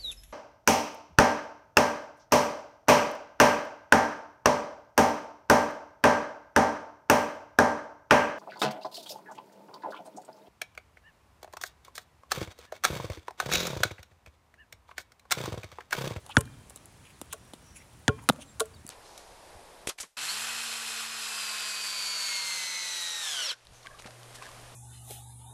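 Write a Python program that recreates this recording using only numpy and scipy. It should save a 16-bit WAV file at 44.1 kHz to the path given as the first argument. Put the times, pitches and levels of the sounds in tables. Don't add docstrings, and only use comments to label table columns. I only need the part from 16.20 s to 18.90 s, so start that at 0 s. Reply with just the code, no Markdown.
import sys
import numpy as np
from scipy import signal
from scipy.fft import rfft, irfft, next_fast_len
from scipy.io import wavfile
from scipy.ndimage import uniform_filter1d

SR = 44100
rng = np.random.default_rng(int(sys.argv[2]) if len(sys.argv) > 2 else 0)


def gain_from_db(level_db):
    decades = np.asarray(level_db, float) / 20
    return 10 ** decades


def inscribe(sig):
    pcm = np.round(np.clip(np.atleast_2d(sig).T, -1, 1) * 32767)
    wavfile.write(sys.argv[1], SR, pcm.astype(np.int16))


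N = 119070

# frequency in Hz, density in dB per Hz.
STREET_HZ_DB = [(25, -3), (60, 1), (110, -5), (250, -15.5), (450, -19.5), (1000, -20), (4500, -30),
                (10300, -29.5), (12500, -42)]
# middle in seconds, length in seconds, level in dB, low band in Hz, upper bands in dB.
SCUFFS = [(0.065, 0.033, -52.5, 660, -21), (0.101, 0.024, -42, 900, -25), (0.115, 0.047, -45.5, 2900, -25),
          (0.156, 0.028, -46.5, 1220, -10.5), (0.863, 0.057, -56.5, 2520, -7), (0.904, .03, -59, 2440, -7),
          (1.13, 0.05, -48, 3170, -3), (1.57, 0.04, -48, 2490, 4.5), (1.612, 0.06, -58, 2150, -11),
          (1.99, 0.021, -47.5, 960, -26), (1.994, 0.026, -52.5, 1930, -28), (2.036, 0.055, -56, 930, -8),
          (2.134, 0.015, -45.5, 590, -14), (2.16, 0.023, -56, 537, -25), (2.197, 0.025, -47, 610, -31),
          (0.179, 0.008, -36, 2400, -14), (1.893, 0.01, -40, 2850, -11.5), (2.221, 0.046, -47.5, 2990, 0)]
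# frequency in Hz, level in dB.
SCUFF_UPPER_HZ_DB = [(7000, -4), (10300, -2), (13600, -20)]
# start in seconds, level in dB, t60 in seconds, low bands in dB, middle bands in dB.
TAPS = [(0.064, -39, 0.019, 0, 2.5), (.093, -43, 0.032, -4, 1), (.109, -45, .02, -8.5, -8.5),
        (0.1828, -24, 0.0063, -41, -30), (0.1863, -27, 0.042, -40.5, -30), (0.208, -24, 0.0076, -2, -4),
        (0.2111, -20.5, 0.007, -8, -12.5), (.255, -44.5, 0.033, -11, 0), (0.4973, -36.5, 0.038, -20, -12),
        (.505, -40.5, 0.017, -11, -6), (.56, -28, 0.022, -22, -19), (0.567, -41, .01, -5, -6),
        (0.574, -42.5, 0.0082, -1, 1), (0.657, -36, 0.017, -28, -29), (1.0147, -25.5, 0.022, -12, -4.5),
        (1.1273, -17.5, 0.014, -11, -6), (1.1307, -22.5, 0.03, -8.5, -14), (1.3352, -40, 0.06, -5, 3),
        (2.0893, -6, 0.0081, -3, -7), (2.0909, -15, 0.028, 5, 1), (2.0973, -23, 0.0084, 17, 17.5),
        (2.123, -42, 0.03, 2, -10), (2.3977, -22.5, 0.04, -9, -9.5), (2.4018, -17.5, 0.045, -5, 1.5),
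        (2.405, -13, 0.015, -11.5, -7.5), (2.416, -36, 0.042, -5, -8), (2.456, -40.5, 0.044, -10, -17),
        (2.666, -31, 0.012, -19, -15), (2.6772, -33, 0.0089, -27, -28), (2.6912, -24.5, 0.0066, -14, -11),
        (2.0929, -20.5, 0.0062, -3, -5), (1.133, -33.5, 0.022, -2.5, -4), (2.161, -47, 0.018, 5.5, -10)]
# centre in Hz, width in Hz, level in dB.
SKIN_BANDS = [(1275, 510, 8), (3000, 370, 3), (3720, 710, 2.8), (7550, 1240, 0.5), (9570, 1080, 3.5),
              (12000, 3800, -8.5)]
# middle in seconds, level in dB, frequency in Hz.
THUMPS = [(.508, -40, 720), (0.563, -43.5, 500), (1.0159, -31.5, 660), (1.0193, -32, 310),
          (1.3362, -34, 650), (1.34, -36, 278), (2.0922, -20.5, 414), (2.0959, -13, 284),
          (2.0998, -6.5, 663), (2.104, -16, 190), (2.1094, -27, 164), (2.651, -39, 197),
          (2.698, -40.5, 605)]
# start in seconds, level in dB, breathing modes in dB.
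PALMS = [
    (2.404, -21, -1),
    (1.13, -35, -10.5),
    (2.7, -43, 5),
]
# frequency in Hz, level in dB, t60 in seconds.
HELD_MODES = [(443, 3, 0.12), (454.4, -2.5, 0.13), (577, -8.5, 0.097), (645, -3, 0.087), (707, -3, 0.055),
              (796, -14, .05), (270, -1.5, 0.044), (1114, 5, 0.036), (1193, -14, 0.024), (1393, 0.5, .04),
              (1496, -10, 0.06)]
# start in seconds, smack in dB, smack in Hz, squash in dB, lift-off in dB.
BOUNCES = [
    (0.168, 1, 1670, -9.5, -5),
    (1.88, -6, 1868, -12, 6.5),
]
# frequency in Hz, level in dB over the squash, t60 in seconds.
SMACK_OVERTONES = [(918, -3.5, 0.023), (2030, 8.5, 0.0035), (3380, -1, 0.011), (4570, -10, 0.0059),
                   (5060, -20, 0.0058), (7280, -4, 0.0061), (9160, -23, 0.0085)]
# frequency in Hz, level in dB, t60 in seconds.
CAVITY_MODES = [
    [(421.6, -25, 0.11), (447.7, -26.5, 0.12), (561, -25, 0.077), (880, -34, 0.066), (1056, -32, 0.13),
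     (1820, -42, 0.095), (2400, -46.5, 0.27), (2930, -44, 0.092)],
    [(428.2, -18.5, 0.12), (444.2, -24.5, 0.13), (570, -28.5, 0.096), (743, -27, 0.052), (876, -38, 0.039),
     (1082, -34, .17), (1470, -35, 0.06), (2400, -73, 0.35)],
]
# frequency in Hz, level in dB, t60 in seconds.
PING_MODES = [(2396, -44, .6), (3157, -53, 1.2)]
# level in dB, lowpass in Hz.
ECHOES = [(-39, 2500), (-20, 240)]
# start in seconds, length in seconds, start frequency in Hz, level in dB.
CHIRPS = [(.312, .04, 4200, -66), (.552, .028, 4300, -63), (.935, .045, 4600, -65),
          (2.275, .035, 4200, -62), (2.535, .024, 4850, -58), (2.561, .016, 3950, -61),
          (2.672, .018, 4900, -59)]
# start in seconds, length in seconds, frequency in Hz, level in dB.
WHISTLES = [(1.39, .26, 5620, -64), (1.42, .21, 5950, -67), (1.15, .2, 5700, -72), (2.25, .085, 7550, -62),
            (2.61, .02, 1750, -61)]

STREET_DB, GUST_DB = -52.5, 1.43
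TICK_DB, TICK_HZ, TICK_T60_S, TICKS_PER_S = -59.5, 9300, 0.036, 45
SCUFF_WIDTH_RATIO, GRIT_DB = 0.38, 3
LOW_HZ, MIDDLE_HZ = 2000, 5000
SNAP_GAIN, TAP_LEAD_S = 3.4, 0.00014
TAP_TAIL_DB, TAP_TAIL_STRETCH = -12.5, 3.33
THUMP_CYCLES = 0.45
RISE_CYCLES = 4
SMACK_SAG_PER_MS, SMACK_RISE_S, SMACK_T60_S = 0.0236, 0.0007, 0.016
CRACK_DB, CRACK_T60_S = -3.5, 0.014
FIRST_DIP_S, DIP_STRETCH = 0.003184, 2.199
SQUASH_PEAK_S, SQUASH_FADE_POWER = 0.011, 2.28
SQUASH_OVERTONE, OVERTONE_LAG_RAD = 0.54, 0.27
FREE_S = 0.009
LIFT_S, LIFT_HZ, LIFT_T60_S, LIFT_RISE_S = 0.0096, 1410, 0.03, 0.00039
PING_WAVER_RAD = 0.03
YARD_DB, YARD_HZ, YARD_T60_S = -39, 1500, 0.25
BOOM_DB, BOOM_HZ, BOOM_T60_S = -37.5, 133, 0.72
YARD_RISE_S, ECHO_S, ECHO_T60_S = 0.022, 0.107, 0.011
CHIRP_FALL_HZ_PER_S = 26000
BIRD_DB, FLUTTER_DB, BIRD_DRIFT_RAD = -4, 4, 0.012
MIC_HZ, TOP_HZ = 75, 15900


def unit(x):
    return x / np.sqrt(np.mean(x ** 2) + 1e-20)


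def filtered(x, response):
    m = next_fast_len(x.shape[-1] + 8192)
    spectrum = rfft(x, m) * response(np.fft.rfftfreq(m, 1 / SR))
    return irfft(spectrum, m)[..., :x.shape[-1]]


def peak(f, hz, width_hz):
    return 1j * f * width_hz / (hz * hz - f * f + 1j * f * width_hz)


def add(out, s, x):
    part = out[max(round(s * SR), 0):][:len(x)]
    part += x[:len(part)]


def decay(t, t60_s):
    return gain_from_db(-60 * t / t60_s)


def dying(t, hz, t60_s):
    return decay(t, t60_s) * np.sin(2 * np.pi * hz * t)


def street():
    hz, db = np.transpose(STREET_HZ_DB)
    z = signal.stft(rng.standard_normal(N + 600), nperseg=512)[2]
    patches = uniform_filter1d(rng.standard_normal(z.shape), 8, 0)
    patches = unit(uniform_filter1d(patches, 10, 1))
    gust_db = GUST_DB * patches / (1 + np.arange(len(z))[:, None] / 40)
    noise = signal.istft(z * gain_from_db(gust_db), nperseg=512)[1][:N]
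    air = unit(filtered(noise, lambda f: gain_from_db(np.interp(np.log(f + 1), np.log(hz + 1), db))))

    seeds = (rng.random(N) < TICKS_PER_S / SR) * gain_from_db(3.3 * rng.standard_normal(N))
    envelope = signal.fftconvolve(seeds, decay(np.arange(400) / SR, TICK_T60_S))[:N]
    ticks = filtered(envelope * rng.standard_normal(N), lambda f: peak(f, TICK_HZ, 3000))
    return gain_from_db(STREET_DB) * air + gain_from_db(TICK_DB) * ticks


def scuffs():
    out = np.zeros(N)
    t = (np.arange(4000) - 2000) / SR
    for s, length_s, db, low_hz, upper_db in SCUFFS:
        shift = (max(low_hz, 2450) / 2450) ** -0.6

        def bands(f):
            upper = sum(gain_from_db(upper_db + g) * peak(f, hz * shift, 1200) ** 2 for hz, g in SCUFF_UPPER_HZ_DB)
            return peak(f, low_hz, SCUFF_WIDTH_RATIO * low_hz) ** 2 + upper

        noise, grit = rng.standard_normal((2, 4000))
        roughness = gain_from_db(GRIT_DB * unit(uniform_filter1d(grit, 40)))
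        rub = unit(filtered(noise * roughness, bands))
        add(out, s - 2000 / SR, gain_from_db(db) * rub * np.exp(-2 * (t / (length_s / 2)) ** 2))
    return out


def ring(t, modes):
    out = 0
    for hz, db, t60_s in modes:
        swell = 1 - np.exp(-(t * hz / RISE_CYCLES) ** 2)
        out = out + gain_from_db(db) * dying(t, hz, t60_s) * swell
    return out


def tap(t, t60_s, low_db, middle_db):
    def skin(f):
        response = 0
        for k, (hz, width_hz, db) in enumerate(SKIN_BANDS):
            tilt_db = low_db if hz < LOW_HZ else middle_db if hz < MIDDLE_HZ else 0
            response = response + (-1) ** k * gain_from_db(db + tilt_db) * peak(f, hz, width_hz)
        return response

    fall = decay(t, t60_s / 3) + gain_from_db(TAP_TAIL_DB - 120 * t / t60_s / TAP_TAIL_STRETCH)
    rustle = np.where(t < 0, np.exp(t / TAP_LEAD_S), fall) * rng.standard_normal(len(t))
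    return filtered(rustle + SNAP_GAIN * (t == 0), skin)


def hands():
    out, t = np.zeros(N), np.arange(SR // 2) / SR
    for s, db, breath_db in PALMS:
        breath = gain_from_db(breath_db) * ring(t, HELD_MODES[:2])
        add(out, s, gain_from_db(db) * (breath + ring(t, HELD_MODES[2:])))
    t = t[:2600]
    t_tap = t - 90 / SR
    for s, db, t60_s, low_db, middle_db in TAPS:
        add(out, s + t_tap[0], gain_from_db(db) * tap(t_tap, t60_s, low_db, middle_db))
    for s, db, hz in THUMPS:
        cycles = (t - 0.015) * hz
        push = -np.cos(2 * np.pi * cycles) * np.exp(-(cycles / THUMP_CYCLES) ** 2)
        add(out, s - 0.015, gain_from_db(db) * push)
    return out


def smack(t, hz):
    sagging_hz = hz / (1 + SMACK_SAG_PER_MS * 1e3 * t)
    return dying(t, sagging_hz, SMACK_T60_S) * (1 - np.exp(-t / SMACK_RISE_S))


def overtones(t):
    out = 0
    for k, (hz, db, t60_s) in enumerate(SMACK_OVERTONES):
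        out = out + (-1) ** k * gain_from_db(db) * dying(t, hz, t60_s)
    return out * (1 - np.exp(-2 * t / SMACK_RISE_S))


def crack(t):
    noise = rng.standard_normal(len(t))
    noise = filtered(noise, lambda f: peak(f, 2600, 10000) / (1 + (f / 9800) ** 12))
    return gain_from_db(CRACK_DB) * decay(t, CRACK_T60_S) * unit(noise)


def squash(t):
    turn = 2 * np.pi * np.log(t / FIRST_DIP_S) / np.log(DIP_STRETCH)
    u = t / SQUASH_PEAK_S
    wobble = np.cos(turn) + SQUASH_OVERTONE * np.cos(2 * turn - OVERTONE_LAG_RAD)
    envelope = u ** 0.85 * np.exp(-u ** SQUASH_FADE_POWER / 2)
    return -wobble * envelope * (t > FIRST_DIP_S / 2)


def ping():
    t = np.arange(SR) / SR
    waver = PING_WAVER_RAD * np.cumsum(rng.standard_normal((2, SR)), axis=1)
    out = 0
    for (hz, db, t60_s), phase in zip(PING_MODES, waver):
        out = out + gain_from_db(db) * decay(t, t60_s) * np.sin(2 * np.pi * hz * t + phase)
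    return out


def lift_off(t):
    return gain_from_db(-22.5) * dying(t, LIFT_HZ, LIFT_T60_S) * (1 - np.exp(-t / LIFT_RISE_S))


def bounces():
    out, t = np.zeros(N), np.arange(1, SR // 2) / SR
    for (s, smack_db, smack_hz, squash_db, lift_db), modes in zip(BOUNCES, CAVITY_MODES):
        add(out, s, gain_from_db(smack_db) * smack(t, smack_hz))
        add(out, s, gain_from_db(squash_db) * (squash(t) + overtones(t) + crack(t)))
        add(out, s, gain_from_db(squash_db) * ping())
        add(out, s + FREE_S, ring(t, modes))
        add(out, s + LIFT_S, gain_from_db(lift_db) * lift_off(t))
    return out


def reverb(x, tail):
    return signal.fftconvolve(x, tail / np.linalg.norm(tail))[:N]


def yard(x):
    t = np.arange(SR // 2) / SR
    tail = filtered(rng.standard_normal(len(t)), lambda f: peak(f, YARD_HZ, 6700))
    tail = tail * decay(t, YARD_T60_S) * (1 - np.exp(-t / YARD_RISE_S))
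    boom = filtered(rng.standard_normal(len(t)), lambda f: peak(f, BOOM_HZ, BOOM_HZ))
    boom = boom * decay(t, BOOM_T60_S) * (1 - np.exp(-(t / YARD_RISE_S) ** 2))
    wet = gain_from_db(YARD_DB) * reverb(x, tail) + gain_from_db(BOOM_DB) * reverb(x, boom)
    for db, lowpass_hz in ECHOES:
        smear = rng.standard_normal(500) * decay(np.arange(500) / SR, ECHO_T60_S)
        smear[0] = 4
        echo = filtered(reverb(x, smear), lambda f: 1 / (1 + 1j * f / lowpass_hz) ** 2)
        add(wet, ECHO_S, gain_from_db(db) * echo)
    return wet


def birds():
    out = np.zeros(N)
    for fall_hz_per_s, rows in ((CHIRP_FALL_HZ_PER_S, CHIRPS), (0, WHISTLES)):
        for s, length_s, hz, db in rows:
            t = np.arange(round(length_s * SR)) / SR
            drift = BIRD_DRIFT_RAD * np.cumsum(rng.standard_normal(SR // 2))[:len(t)]
            flutter = unit(uniform_filter1d(rng.standard_normal(SR // 2), 300))[:len(t)]
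            level = gain_from_db(db + BIRD_DB + FLUTTER_DB * flutter) * np.sqrt(2 * np.sin(np.pi * t / length_s))
            tone = np.sin(2 * np.pi * (hz - fall_hz_per_s * t / 2) * t + drift)
            add(out, s, level * tone)
    return out


def scene():
    ball = bounces() + hands()
    return (ball + yard(ball) + scuffs() + birds() + street())[None]


def top_cut(x):
    return signal.sosfilt(signal.butter(12, 16670, fs=SR, output="sos"), x)


def record(dry):
    def mic(f):
        highpass = (1j * f) ** 2 / (MIC_HZ ** 2 - f * f + 1.3j * f * MIC_HZ)
        return highpass / (1 + (f / TOP_HZ) ** 70)

    return top_cut(filtered(dry, mic))


dry = scene()
out = record(dry)
inscribe(out)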